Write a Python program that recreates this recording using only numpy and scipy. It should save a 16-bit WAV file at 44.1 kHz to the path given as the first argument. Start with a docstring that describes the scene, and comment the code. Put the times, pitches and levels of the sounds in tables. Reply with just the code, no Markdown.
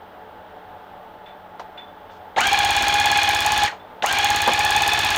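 """A small room with a fan running; close to the microphone an electric tufting gun punches yarn through cloth.
The fan is coloured noise, housing resonances and hum. Before and between the gun's two bursts it is handled:
short noise bursts clink and knock, detuned sines ring a steel rod, and hiss brushes the cloth.
The trigger switch clicks as each burst starts; gear sines and dense impacts whine and rattle through the
resonant metal frame; on every turn of the crank the needle thumps the cloth (low harmonics) and the
scissors snip (clicks into blade resonances)."""
import sys
import numpy as np
from scipy import signal
from scipy.fft import rfft, irfft
from scipy.io import wavfile

SR = 44100
rng = np.random.default_rng(int(sys.argv[2]) if len(sys.argv) > 2 else 0)


def dump(signal):
    """Clip the signal to [-1, 1] and save it as 16-bit WAV at the path in sys.argv[1]."""
    limited = np.clip(np.atleast_2d(signal).T, -1, 1)
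    pcm = np.round(limited * 32767).astype(np.int16)
    wavfile.write(sys.argv[1], SR, pcm)


N = 228155
T = np.arange(N) / SR


def from_db(db):
    """Decibels to gain."""
    return 10 ** (np.asarray(db) / 20)


def rms_one(x):
    """Scale to unit power."""
    return x / np.sqrt(np.mean(x ** 2) + 1e-20)


def colour(x, spectrum):
    """Give x a smooth spectrum that falls away beyond both ends; rms 1."""
    hz, db = np.transpose(spectrum)
    f = np.maximum(np.arange(N // 2 + 1) * SR / N, 1)
    ends = np.minimum(1, f / hz[0]) ** 2 * np.minimum(1, hz[-1] / f) ** 2
    gain = from_db(np.interp(np.log(f), np.log(hz), db))
    return rms_one(irfft(rfft(x) * ends * gain, N))


def noise(spectrum):
    """Coloured noise, rms 1."""
    return colour(rng.standard_normal(N), spectrum)


def drift(rate):
    """Smooth chance with spread 1, changing about rate times a second."""
    r = np.exp(-2 * np.pi * rate / SR)
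    wander = signal.lfilter([1], [1, -2 * r, r * r], rng.standard_normal(2 * N))
    return rms_one(wander[N:])  # the first half lets the filter settle


def resonate(x, modes):
    """Parallel damped resonances of alternating sign."""
    out = np.zeros(N)
    for k, (hz, width_hz, db) in enumerate(modes):
        r = np.exp(-np.pi * width_hz / SR)
        poles = [1, -2 * r * np.cos(2 * np.pi * hz / SR), r * r]
        ring = (1 - r * r) / 2 * signal.lfilter([1, 0, -1], poles, x + 1e-18)
        out += (-1) ** k * from_db(db) * ring
    return out


# spectrum of the fan's air: (f/Hz, relative level per Hz/dB)
AIR_SPECTRUM = [(25, -10), (55, -19.5), (85, -8), (125, -16.5), (230, -12.5), (450, -9), (780, -4),
                (1100, -10.5), (1550, -12.5), (2400, -25), (3300, -23), (4500, -36), (7000, -46.5),
                (16000, -46)]
# fan housing resonances: (f/Hz, width/Hz, relative level/dB)
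HOUSING_MODES = [(435, 11, -1.5), (594, 15, -2), (736.3, 9.3, 4.5), (857.6, 28, 2.5), (912, 41, -6)]
# fan motor's hum and a faint electrical whistle: (f/Hz, rms level/dB)
HUM_TONES = [(92.3, -63.5), (184.6, -61), (14971, -71), (15030, -76)]


def fan():
    """Nearly steady air noise, the housing's resonances and wavering tones, present throughout."""
    air = from_db(-44 + 0.37 * drift(4)) * noise(AIR_SPECTRUM)
    housing = from_db(-45) * rms_one(resonate(rng.standard_normal(N), HOUSING_MODES))
    hum = np.zeros(N)
    for hz, db in HUM_TONES:
        level = np.sqrt(2) * from_db(db + 1.4 * drift(5.2))
        hum += level * np.sin(2 * np.pi * hz * T + .5 * drift(7.4))
    return air + housing + hum


def decay(start, t60, rise_s=0.00049):
    """An envelope that rises quickly and dies away, 60 dB in t60 seconds."""
    since = np.maximum(T - start, 0)
    return (1 - np.exp(-(since / rise_s) ** 2)) * from_db(-60 * np.minimum(since / t60, 4))


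def blows(rows, spectrum):
    """Each blow wakes many damped modes at once: a burst of noise that dies quickly."""
    return noise(spectrum) * sum(from_db(db) * decay(s, t60) for s, db, t60 in rows)


# clinks of handled metal parts, and the trigger switch at 2.362 and 4.023 s: (t/s, level/dB, t60/s)
CLINK_AND_SWITCH_TIMES = [(1.258, -47, 0.39), (1.774, -41.5, 0.24), (2.097, -49, .1), (2.362, -26, 0.13),
                          (3.797, -50, 0.11), (3.911, -45.5, .015), (4.023, -16, 0.031)]
# their bright spectrum: (f/Hz, relative level per Hz/dB)
CLINK_AND_SWITCH_SPECTRUM = [(600, -29), (1600, 8), (3000, 1), (3700, 1), (4600, -15), (7000, -27.5),
                             (15000, -49)]


def clinks_and_switch():
    """Metal parts clink in handling, and the trigger switch clicks: bright, quickly damped blows."""
    return blows(CLINK_AND_SWITCH_TIMES, CLINK_AND_SWITCH_SPECTRUM)


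# the rod rings when the gun is tilted: (t/s, level/dB)
ROD_TIMES = [(1.258, -48.5), (1.774, -38), (2.09, -58), (3.795, -54.5)]
# its close modes: (f/Hz, relative level/dB, t60/s)
ROD_MODES = [(3480, -1, 0.39), (3497, 5.5, 0.2), (3535, -1, 0.25)]


def rod():
    """A steel rod's close modes beat as they ring down, while it chatters in its guide."""
    ring = np.zeros(N)
    for s, db in ROD_TIMES:
        for hz, mode_db, t60 in ROD_MODES:
            envelope = from_db(db + mode_db) * decay(s, t60, rise_s=0.0054)
            ring += envelope * np.sin(2 * np.pi * hz * (T - s))
    chatter_db = 2 * np.minimum(drift(60), 1)
    return ring * from_db(chatter_db)


# a knock in handling, and knocks as each burst starts: (t/s, level/dB, t60/s)
KNOCK_TIMES = [(1.595, -27, .12), (2.365, -25, .12), (2.38, -16, .04), (4.041, -15, .05)]
# their spectrum: (f/Hz, relative level per Hz/dB)
KNOCK_SPECTRUM = [(200, -26), (450, -12), (650, -6), (850, 0), (1150, -18), (1700, -16), (2400, -28),
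                  (3800, -26), (6000, -36), (12000, -58)]


def knocks():
    """Short hard blows to the gun's body."""
    return blows(KNOCK_TIMES, KNOCK_SPECTRUM)


# hiss of the brushed cloth: (f/Hz, relative level per Hz/dB)
BRUSH_SPECTRUM = [(2000, -6), (4500, 2), (6500, -4), (9000, -18), (12000, -26)]


def brush():
    """Friction along the cloth: one short hiss that leaves a fainter hiss to the end."""
    stroke = np.interp(T, [2.1, 2.115, 2.17, 2.2], [0, 1, .9, 0.21])
    return from_db(-62.5) * stroke * noise(BRUSH_SPECTRUM)


# trigger held: (on t/s, off t/s, relative level/dB)
TRIGGER = [(2.36, 3.664, 0), (4.02, 5.3, .5)]
# the scissors close once a crank turn: (t/s)
SNIP_TIMES = [2.4071, 2.471, 2.5309, 2.5899, 2.6487, 2.7073, 2.7659, 2.8245, 2.8831, 2.9415, 2.9998, 3.058,
              3.1162, 3.1744, 3.2328, 3.2909, 3.3486, 3.406, 3.4634, 3.5206, 3.5778, 3.6355, 4.0618, 4.127,
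              4.1865, 4.2453, 4.3037, 4.3617, 4.4193, 4.477, 4.5351, 4.5925, 4.6497, 4.7071, 4.7644, 4.8214,
              4.8781, 4.9347, 4.9912, 5.0478, 5.1048, 5.1618]
TURNS_PER_S = 17.2  # nominal full speed


def crank(spin_up_s, coast_s):
    """Speed (share of full), crank angle (turns, whole at each snip) and drive gain."""
    speed, angle, drive = np.zeros((3, N))
    for on, off, db in TRIGGER:
        held = np.maximum(T - on, 0)
        coast = np.exp(-np.maximum(T - off, 0) / coast_s)
        spin = (1 - np.exp(-held / spin_up_s)) * coast
        free = np.cumsum(spin) * TURNS_PER_S / SR
        at_snip = np.interp([s for s in SNIP_TIMES if on < s < off], T, free)
        # the drag of the cloth makes each turn a little longer or shorter
        drag = np.interp(free, at_snip, np.arange(len(at_snip)) - at_snip)
        angle = np.where(T >= on, free + drag, angle)
        speed += spin
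        drive += from_db(db) * (1 - np.exp(-held / 0.015)) * coast ** 2.84
    return speed, angle, drive


# gear train tones: (cycles per turn, rounded when played, relative level/dB, flutter/dB, spin-up change/dB)
GEAR_TONES = [(48, -27, 5, -10.5), (98.43, -23, 2, 2.5), (143.7, -24, 4, -12), (197.9, -24.5, 4, 0.5),
              (248.8, -38.5, 1.5, -10)]


def gear_whine(angle, surge, loads_db, slip_turns, shake):
    """Gear tones locked to the crank; speed swings twice a turn, backlash shakes phase and strength."""
    swing = .0012 * np.sin(2 * np.pi * (2 * angle - .12))
    wheel = angle + swing + slip_turns * drift(25)
    out = np.zeros(N)
    for k, (cycles, db, flutter_db, start_db) in enumerate(GEAR_TONES):
        load_db = (1 - surge) * loads_db[min(k, 2)] + surge * start_db
        level_db = db + load_db + flutter_db * np.minimum(drift(29.7), 1)
        out += from_db(level_db) * np.sin(2 * np.pi * round(cycles) * wheel + shake * drift(120))
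    return out


def rattle(angle, per_s, repeat, count=1000):
    """Dense small impacts of loose links: some recur at the same places in every turn, the rest at random."""
    struck = rng.random(count) < per_s / TURNS_PER_S / count
    pattern = rng.standard_normal(count) * struck
    place = np.floor(angle * count).astype(int)
    regular = pattern[place % count] * (np.diff(place, prepend=0) != 0)
    stray = rng.standard_normal(N) * (rng.random(N) < per_s / SR)
    share = np.clip(repeat, 0, 1)
    return np.sqrt(SR / per_s) * (np.sqrt(share) * regular + np.sqrt(1 - share) * stray)


# the cloth's thump: (multiple of the stroke rate, level at full speed/dB)
CLOTH_HARMONICS = [(2, -68), (3, -47.5), (4, -48.5), (5, -44.5), (6, -47), (7, -56), (8, -64.5)]


def cloth(angle, stab_turn):
    """The needle pushes the taut cloth like a drum skin, once a turn."""
    out = np.zeros(N)
    for order, db in CLOTH_HARMONICS:
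        level = np.sqrt(2) * from_db(db + 2.9 * drift(4.2))
        out += level * np.cos(2 * np.pi * round(order) * (angle - stab_turn))
    return out


def delay(x, seconds):
    """The same sound, later."""
    return np.interp(T - seconds, T, x, left=0)


# scissor blades: (f/Hz, width/Hz, relative level/dB)
BLADE_MODES = [(6520, 780, -1), (8580, 950, -3), (9140, 1200, -6.5), (10840, 700, -9), (13470, 490, -8),
               (15700, 450, -14)]


def scissors(angle, snip_db, grit_db, shiver_db, bounce_db, bounce_s, reopen_db, reopen_turn):
    """A steel click with gritty cut, shiver and bounce; the blades scrape open later in the turn."""
    clicks = np.zeros(N)
    at = np.round(np.array(SNIP_TIMES) * SR).astype(int)
    clicks[at] = from_db(snip_db + rng.normal(0, 1.0, len(SNIP_TIMES)))
    # both tails die exponentially: time constants in s
    grit, shiver = [signal.lfilter([0, 1], [1, -np.exp(-1 / (s * SR))], clicks + 1e-18)
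                    for s in (.0008, .006)]
    tails = from_db(grit_db) * grit + from_db(shiver_db) * shiver
    clicks = clicks + tails * rng.choice([-1, 1], N)
    bounce = from_db(bounce_db) * delay(clicks, bounce_s)
    opening = np.exp(-((angle % 1 - reopen_turn) / .02) ** 2) * rng.standard_normal(N)
    return resonate(clicks + bounce + from_db(reopen_db) * opening, BLADE_MODES)


# load through one turn, from the snip: (turn 0-1, lowest gear tone level/dB, second tone level/dB,
# higher tones level/dB, rattle level/dB, sliding level/dB), all relative
STROKE_LOAD = [(.02, 2.5, -15.5, 4, 0, 5.5), (.14, -5, -6, -7, 5, -5), (.26, -7, 8, 11.5, -1.5, 3.5),
               (.38, -8.5, -9.5, -5, 1, 8.5), (.5, -4, -3, -4, 3.5, -18), (.64, -13, -10, 3, -0.5, -11),
               (.77, -7.5, -7.5, 5.5, 7, 3), (.89, 1.5, 1.5, 3.5, -2, -3)]
# how hard the gun works: (t/s, gear whine level/dB, rattle level/dB, sliding level/dB), all relative
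EFFORT_LEVELS = [(2.4, 5, 2, -21.5), (2.5, 0.5, 0, 0), (2.7, 0.5, 1, -2), (2.95, -0.5, 0, 1),
                 (3.15, 1.5, 1, -2), (3.4, -1.5, -0.5, 4), (3.65, -0.5, 1.5, -0.5), (4.05, 1.5, 0, 0),
                 (4.2, -1, 0.5, -3), (4.45, -2, -1, -1.5), (4.7, 0, -0.5, -0.5), (4.9, -0.5, -0.5, 2.5),
                 (5.17, -1, 1, 0)]
# ringing of the gun's frame: (f/Hz, width/Hz, relative level/dB)
FRAME_MODES = [(788, 79, 4), (1244, 20, -3.5), (1709, 274, -10), (2335, 43, 1.5), (3030, 67, -13.5),
               (3176, 67, -8), (4205, 160, -4), (5060, 440, -3), (6660, 740, -3.5)]
# spectrum of the rattling links: (f/Hz, relative level per Hz/dB)
RATTLE_SPECTRUM = [(110, -5), (200, -5.5), (330, -2.5), (600, -4), (740, 5.5), (1050, 3), (1400, 1),
                   (2000, 2), (3000, 5), (4300, -2), (5500, -5.5), (7000, -26), (10000, -26)]
# spectrum of the sliding parts: (f/Hz, relative level per Hz/dB)
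SLIDE_SPECTRUM = [(3000, -14), (5000, 14.5), (7000, -13), (8500, 5), (10000, -7.5), (12300, -4.5),
                  (13700, -4), (14500, -7), (16000, -20)]
MOTOR_ORDER, SPRING_HZ = 125, 2144  # motor cycles per crank turn; the spring's pitch


def gun():
    """The running gun, driven by one crank: its metal clatter, and the low thump of the cloth."""
    speed, angle, drive = crank(spin_up_s=.033, coast_s=.075)
    turn, *columns = np.transpose(STROKE_LOAD)
    *loads_db, rattle_db, slide_db = [np.interp(angle, turn, c, period=1) for c in columns]
    s, *efforts_db = np.transpose(EFFORT_LEVELS)
    whine, loose, friction = [from_db(np.interp(T, s, db)) for db in efforts_db]
    # while the motor spins up, its torque presses the teeth together evenly and one tone leads
    surge = sum(np.interp(T - on, [0, .01, .08, .12], [0, 1, 1, 0]) for on, off, db in TRIGGER)

    teeth = whine * gear_whine(angle, surge, loads_db, slip_turns=0.00091, shake=0.67)
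    links = loose * from_db(rattle_db) * rattle(angle, per_s=6000, repeat=0.57)
    shaken = from_db(4.0) * teeth + from_db(-27.5 + 2 * surge) * links
    frame = resonate(shaken, FRAME_MODES) + from_db(-6.5) * teeth
    # a lightly damped spring sings whenever the motor's tone passes its pitch
    motor = np.sin(2 * np.pi * MOTOR_ORDER * angle)
    spring = from_db(-34) * resonate(motor, [(SPRING_HZ, 14, 0)])
    clatter = from_db(-26.5) * np.sqrt(speed) * colour(links, RATTLE_SPECTRUM)
    scrape = colour(rattle(angle, per_s=1500, repeat=0.35), SLIDE_SPECTRUM)
    sliding = from_db(slide_db - 42.0) * friction * speed * scrape
    thump = from_db(-6 * surge) * speed ** 4 * cloth(angle, stab_turn=0.187)
    snips = scissors(angle, snip_db=9.5, grit_db=-23.0, shiver_db=-35.5, bounce_db=-11, bounce_s=0.0035,
                     reopen_db=-26, reopen_turn=.43)
    return drive * (frame + spring + clatter + sliding + snips), drive * thump


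ROOM_T60_S = 0.22


def room(x, wall_hz):
    """A short diffuse tail, dulled by cloth and curtains."""
    dull = signal.butter(1, min(wall_hz, SR / 3), fs=SR)
    tail = signal.lfilter(*dull, rng.standard_normal(N)) * decay(0.00421, ROOM_T60_S)
    return signal.fftconvolve(x, tail / np.sqrt(np.sum(tail ** 2)))[:N]


# a bump of the gun: (t/s, level/dB, t60/s)
THUD_TIMES = [(4.475, -14, 0.16)]
# its low spectrum: (f/Hz, relative level per Hz/dB)
THUD_SPECTRUM = [(90, -12), (200, -4), (350, -2), (550, -1), (850, 1), (1300, -4), (2200, -18), (6000, -35)]


def thuds():
    """A dull bump of the whole gun wakes its low modes."""
    return blows(THUD_TIMES, THUD_SPECTRUM)


def scene():
    """Fan, handling and gun at one microphone, the gun's metal with a little of the room."""
    contacts = clinks_and_switch() + rod() + knocks() + brush() + thuds()
    metal, thump = gun()
    reverb = from_db(-14.5) * room(metal, wall_hz=4000)
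    return (fan() + contacts + metal + reverb + thump)[None]


CUTOFF_HZ = 16000


def record(dry):
    """A steep low-pass cuts the top."""
    return signal.sosfilt(signal.ellip(12, .1, 80, CUTOFF_HZ, fs=SR, output="sos"), dry)


dry = scene()
out = record(dry)
dump(out)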